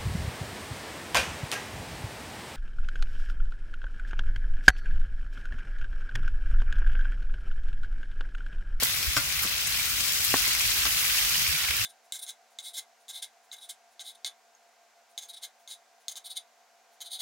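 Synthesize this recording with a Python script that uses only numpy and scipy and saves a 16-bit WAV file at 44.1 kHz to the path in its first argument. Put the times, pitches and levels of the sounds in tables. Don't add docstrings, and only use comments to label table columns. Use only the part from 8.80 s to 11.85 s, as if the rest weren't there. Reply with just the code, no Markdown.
import sys
import numpy as np
from scipy import signal
from scipy.io import wavfile

SR = 44100
rng = np.random.default_rng(int(sys.argv[2]) if len(sys.argv) > 2 else 0)


def wrap_up_sound(samples):
    columns = np.atleast_2d(samples).T
    tamed = np.clip(columns, -1, 1)
    steps = np.round(tamed * 32767).astype(np.int16)
    wavfile.write(sys.argv[1], SR, steps)


N = 134505
TIME = np.arange(N) / SR

# time_s, low_db, middle_db, treble_db
VIGOUR = [(0.1, -33, -31, -31.5), (0.3, -34.5, -32, -33.5), (0.55, -33.5, -32, -32.5),
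          (0.8, -33.5, -30.5, -34), (1.1, -33.5, -30.5, -31.5), (1.4, -34, -28, -30),
          (1.6, -31.5, -27, -30), (1.8, -31.5, -27.5, -30), (2.02, -31, -28.0, -29),
          (2.2, -31.5, -29.0, -28), (2.4, -30.5, -27.5, -28.5), (2.58, -32, -27, -30), (2.8, -32, -29, -32),
          (3.0, -32.5, -31.5, -31.5)]
REGISTER_HZ = [2200, 5000, 10500]
# pitch_hz, relative_db
FIZZ_TONE = [(200, -28), (450, -22.5), (880, -16.5), (1100, -9.5), (1500, -4), (1900, -3.5), (2450, 0.1),
             (3400, -0.4), (5200, -0.5), (6500, -3), (8200, -7.5), (12000, -5.5), (16000, -6)]
# pitch_hz, likeness
LIKENESS = [(40, -0.002), (110, 0.67), (300, 0.71), (800, 0.91), (1500, 0.28), (2500, -0.014), (3600, -0.4),
            (4600, -0.25), (5800, 0.12), (9000, -0.043), (15000, .1)]
# pitch_hz, lean_db
BALANCE = [(40, 4), (120, 1.5), (400, -0.5), (1500, 0.5), (2000, -1.5), (2800, 0), (4500, 1.7), (5600, 2.5),
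           (7300, 13.5), (9200, -6), (12000, -0.5), (15000, 1)]
# time_s, lean_db
SIZZLE_LEAN = [(0, 0.7), (.6, 0.8), (1.3, 1.1), (2.1, -0.4), (3.0, -1.2)]
# start_s, level_db, pitch_hz
BIG_BUBBLES = [(.228, -21, 5380), (.521, -23, 2400), (.664, -20, 5900), (.996, -20, 2300),
               (1.203, -21, 4900), (1.624, -29, 2800), (1.650, -20, 5600), (1.808, -20, 2550),
               (2.58, -21, 4800), (2.545, -18, 3100), (2.553, -17.5, 2930), (2.665, -16.5, 2420),
               (2.694, -20.5, 2400), (2.749, -25, 2300), (2.84, -21, 2300), (2.886, -18.5, 2200),
               (2.911, -20, 2400), (2.939, -22, 2500), (3.011, -21.5, 2700)]
# pitch_hz, relative_db
RUMBLE_TONE = [(22, -27), (38, -8), (55, 2), (85, -8), (120, -8), (170, -16.5), (230, -20.5), (500, -25),
               (1000, -25)]
# start_s, level_db
POPS = [(0.025, -16), (.0333, -20), (1.5408, -2), (1.5435, -13), (1.678, -25), (2.054, -23), (2.068, -23),
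        (2.908, -25)]
# pitch_hz, relative_db, fade_s
POP_NOTES = [(125, -28, .07), (275, -22, .06), (520, -16.5, .013), (700, -9, .003), (1080, -15, .014),
             (1750, -9, 0.0037)]
# start_s, level_db, pitch_hz, lean_db
TICKS = [(0.0251, -8, 7000, 2), (.0255, -1, 1500, 8), (.0315, -3, 8000, 0), (0.0344, 4.5, 12800, -3),
         (.049, -1.5, 11000, -8), (.5246, -5, 5000, 3), (0.624, -7, 12000, -6), (.636, -3.5, 12500, 0),
         (0.874, -5, 8500, 0), (.974, -9, 10000, 3), (1.0032, -11, 6400, 4), (1.2067, -2, 5000, 5),
         (1.2562, -10, 8000, 8), (1.443, -5, 12000, 6), (1.4482, 1.5, 14500, 8), (1.455, -12, 9000, 2),
         (1.75, -7, 8000, 4), (2.0536, 2, 3000, 4), (2.5768, -7, 4400, 2), (2.9077, 1, 2500, -3),
         (2.9671, -7, 12000, -3)]
# peak_s, level_db, half_length_s, low_hz, high_hz
RUBS = [(.058, -31, .02, 10000, 15500), (0.63, -26, 0.017, 9000, 15600), (.648, -25.5, .026, 1040, 1750),
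        (0.875, -29, .016, 6000, 13000), (2.068, -22, 0.016, 1100, 3000)]
# peak_s, level_db, pitch_hz, half_length_s
THUMPS = [(.286, -24, 60, 0.013), (1.52, -41, 125, .035), (1.86, -40, 105, 0.022), (2.64, -40, 120, 0.032),
          (2.701, -33, 75, 0.018), (2.745, -38, 150, .02), (2.906, -31, 69, 0.013), (3.015, -35, 105, .015)]
# start_s, level_db, lean_db
KNOCKS = [(0.3654, -23, 1), (0.3686, -23, -1), (0.3747, -24, 11), (.381, -30.5, 0), (.634, -34.5, 10)]
# pitch_hz, relative_db, fade_s
PAN_NOTES = [(120, -8, 0.12), (287.4, -17, 0.15), (579, -16, 0.14), (692, -17, 0.1), (1041, -9, 0.1),
             (1183, -5, 0.05), (1400, -0.5, 0.067), (1550, -4, 0.064), (2050, -6, 0.087),
             (2646, -10, 0.096), (3280, -9, .07), (4833, -3, 0.05), (5480, 0, .04), (7300, -1.5, 0.025)]
# start_s, level_db
BUMPS = [(.620, -26), (0.646, -18)]

FIZZ_DB, CRACKLE_DB, BUBBLE_DB, RUMBLE_DB = -27, -36.5, -36.5, -45.5
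CUTOFF_HZ = 15800


def from_db(db):
    return 10 ** (np.asarray(db) / 20)


def rms_one(x):
    return x / np.sqrt(np.mean(x ** 2) + 1e-20)


def at_hz(table, hz):
    pitches, values = np.transpose(table)
    return np.interp(np.log(hz), np.log(pitches), values)


def lean(db):
    return rms_one(from_db(np.array([[db], [-db]]) / 2))


def noise():
    return rng.standard_normal((2, N))


def band(x, low_hz, high_hz, order=2):
    sections = signal.butter(order, [low_hz, min(high_hz, .48 * SR)], "band", fs=SR, output="sos")
    return signal.sosfilt(sections, x + 1e-18)


def drift(rate_hz):
    step, run_in = 40, 2000
    hold = np.exp(-2 * np.pi * rate_hz * step / SR)
    jitter = rng.standard_normal(N // step + run_in + 2)
    slow = signal.lfilter([1], [1, -2 * hold, hold * hold], jitter)[run_in:]
    return np.interp(np.arange(N) / step, np.arange(len(slow)), rms_one(slow))


def decay(start_s, fade_s):
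    return (TIME >= start_s) * from_db(-60 * np.clip((TIME - start_s) / fade_s, 0, 4))


def swell(peak_s, half_length_s):
    return np.exp(-((TIME - peak_s) / half_length_s) ** 2)


def ring(clicks, hz, fade_s):
    hold, turn = from_db(-60 / (fade_s * SR)), 2 * np.pi * hz / SR
    return signal.lfilter([0, np.sin(turn)], [1, -2 * hold * np.cos(turn), hold * hold], clicks + 1e-18)


def grains(per_s, spread_db):
    sizes = from_db(spread_db * np.minimum(rng.exponential(1, (2, N)), 4.5))
    return sizes * rng.choice([-1, 1], (2, N)) * (rng.random((2, N)) < per_s / SR)


def vigour_db(hz):
    times, *levels = np.transpose(VIGOUR)
    shares = [np.interp(np.log(hz), np.log(REGISTER_HZ), row) for row in np.eye(len(levels))]
    level = np.interp(TIME, times, np.dot(shares, levels))
    return level - level.mean()


def stereo_band(pair, low, high):
    hz = np.sqrt(low * high)
    padded = np.hstack([pair[:, -SR // 10:], pair])
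    mid, side = band(padded, low, high, order=3)[:, -N:]
    alike = at_hz(LIKENESS, hz)
    blend = np.sqrt(1 + alike) * mid + np.sqrt(1 - alike) * side * [[1], [-1]]
    return lean(at_hz(BALANCE, hz)) * blend


def fizz(burst_share=0.53):
    layers = []
    for _ in range(2):
        bursts = rms_one(grains(per_s=9000, spread_db=3.5))
        layers.append(np.sqrt(burst_share) * bursts + np.sqrt(1 - burst_share) * noise())
    edges_hz = np.r_[200, 320, 500, 700, np.geomspace(950, 16500, 17)]
    out, surge_db = 0, 0.47 * drift(rate_hz=19)
    for k, (low, high) in enumerate(zip(edges_hz, edges_hz[1:])):
        hz = np.sqrt(low * high)
        flicker_db = 1.5 * drift(rate_hz=28.5)
        level = at_hz(FIZZ_TONE, hz) + vigour_db(hz) + surge_db + flicker_db
        out += from_db(level) * stereo_band(layers[k % 2], low, high)
    return from_db(FIZZ_DB) * rms_one(out)


def crackle(low_hz=3200):
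    clicks = band(grains(per_s=300, spread_db=3.6), low_hz, CUTOFF_HZ, order=1)
    return from_db(CRACKLE_DB + vigour_db(REGISTER_HZ[1])) * rms_one(band(clicks, low_hz / 2, CUTOFF_HZ))


def bubbles(low_hz=2008, high_hz=6490, notes=20, fade_cycles=27):
    clicks = grains(per_s=300, spread_db=3.5)
    chosen_note = rng.integers(0, notes, N)
    small = sum(lean(at_hz(BALANCE, hz)) * ring(clicks * (chosen_note == k), hz, fade_cycles / hz)
                for k, hz in enumerate(np.geomspace(low_hz, high_hz, notes)))
    small = rms_one(band(small, low_hz / 2, CUTOFF_HZ))
    small *= from_db(BUBBLE_DB + 1.4 * vigour_db(REGISTER_HZ[0]))
    big = sum(from_db(db) * decay(s, fade_s=0.013) * np.sin(2 * np.pi * hz * (TIME - s))
              for s, db, hz in BIG_BUBBLES)
    return small + band(big, low_hz / 2, CUTOFF_HZ)


def rumble(flicker_db=2.5):
    out, edges_hz = 0, np.geomspace(20, 900, 12)
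    for low, high in zip(edges_hz, edges_hz[1:]):
        level = at_hz(RUMBLE_TONE, np.sqrt(low * high)) + flicker_db * drift(rate_hz=4.3)
        out += from_db(level) * stereo_band(noise(), low, high)
    return from_db(RUMBLE_DB) * rms_one(out)


def dull_pops():
    clicks = np.zeros(N)
    for s, db in POPS:
        clicks[int(s * SR)] = from_db(db)
    body = sum(from_db(db) * ring(clicks, hz, fade_s) for hz, db, fade_s in POP_NOTES)
    tail = noise() * sum(from_db(db - 17.5) * decay(s, fade_s=.07) for s, db in POPS)
    return band(body, 190, CUTOFF_HZ) + stereo_band(tail, 380, 2400)


def ticks(spray_db=-17, width=1.7):
    out, size = np.zeros((2, N + SR)), SR // 8
    for s, db, hz, lean_db in TICKS:
        burst = from_db(spray_db) * rng.standard_normal((2, size)) * decay(0, fade_s=.04)[:size]
        burst[:, 0] = 1
        tick = band(burst, hz / width, hz * width, order=1)
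        start = int(s * SR)
        out[:, start:start + size] += from_db(db) * lean(lean_db) * tick
    return out[:, :N]


def tong_rubs():
    return sum(from_db(db) * swell(s, half_length_s) * band(noise(), low, high)
               for s, db, half_length_s, low, high in RUBS)


def thumps():
    offset_rad = np.array([[.75], [-.75]])
    return sum(from_db(db) * swell(s, half_length_s) * np.sin(2 * np.pi * hz * (TIME - s) + offset_rad)
               for s, db, hz, half_length_s in THUMPS)


def tong_knocks():
    scuff = sum(from_db(db + 0.5) * lean(lean_db) * decay(s, fade_s=0.053) for s, db, lean_db in KNOCKS)
    out = band(scuff * noise(), 1200, 9000, order=1)
    for k, (hz, note_db, fade_s) in enumerate(PAN_NOTES):
        clicks = np.zeros((2, N))
        for s, db, lean_db in KNOCKS:
            clicks[:, [int(s * SR)]] = lean(lean_db) * from_db(db + note_db + rng.normal(0, 1, (2, 1)))
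        out += (-1) ** k * ring(clicks, hz, fade_s)
    return out


def meat_bumps():
    push = sum(from_db(db) * decay(s, fade_s=0.13) for s, db in BUMPS)
    return band(push * rng.standard_normal(N), 110, 220, order=1)


def kitchen(x, echo_db=-8):
    tail = (noise() * decay(start_s=0.0034, fade_s=0.27))[:, :SR // 2]
    tail /= np.sqrt(np.sum(tail ** 2, axis=1, keepdims=True))
    return x + from_db(echo_db) * signal.fftconvolve(x, tail, axes=1)[:, :N]


def scene():
    lean_db = np.interp(TIME, *np.transpose(SIZZLE_LEAN))
    sizzle = fizz() + kitchen(crackle() + bubbles())
    sizzle *= from_db(np.array([lean_db, -lean_db]) / 2)
    hits = kitchen(ticks() + tong_knocks())
    return sizzle + hits + tong_rubs() + dull_pops() + meat_bumps() + rumble() + thumps()


def record(dry):
    return signal.sosfilt(signal.ellip(12, .1, 80, CUTOFF_HZ, fs=SR, output="sos"), dry)


dry = scene()
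out = record(dry)
wrap_up_sound(out)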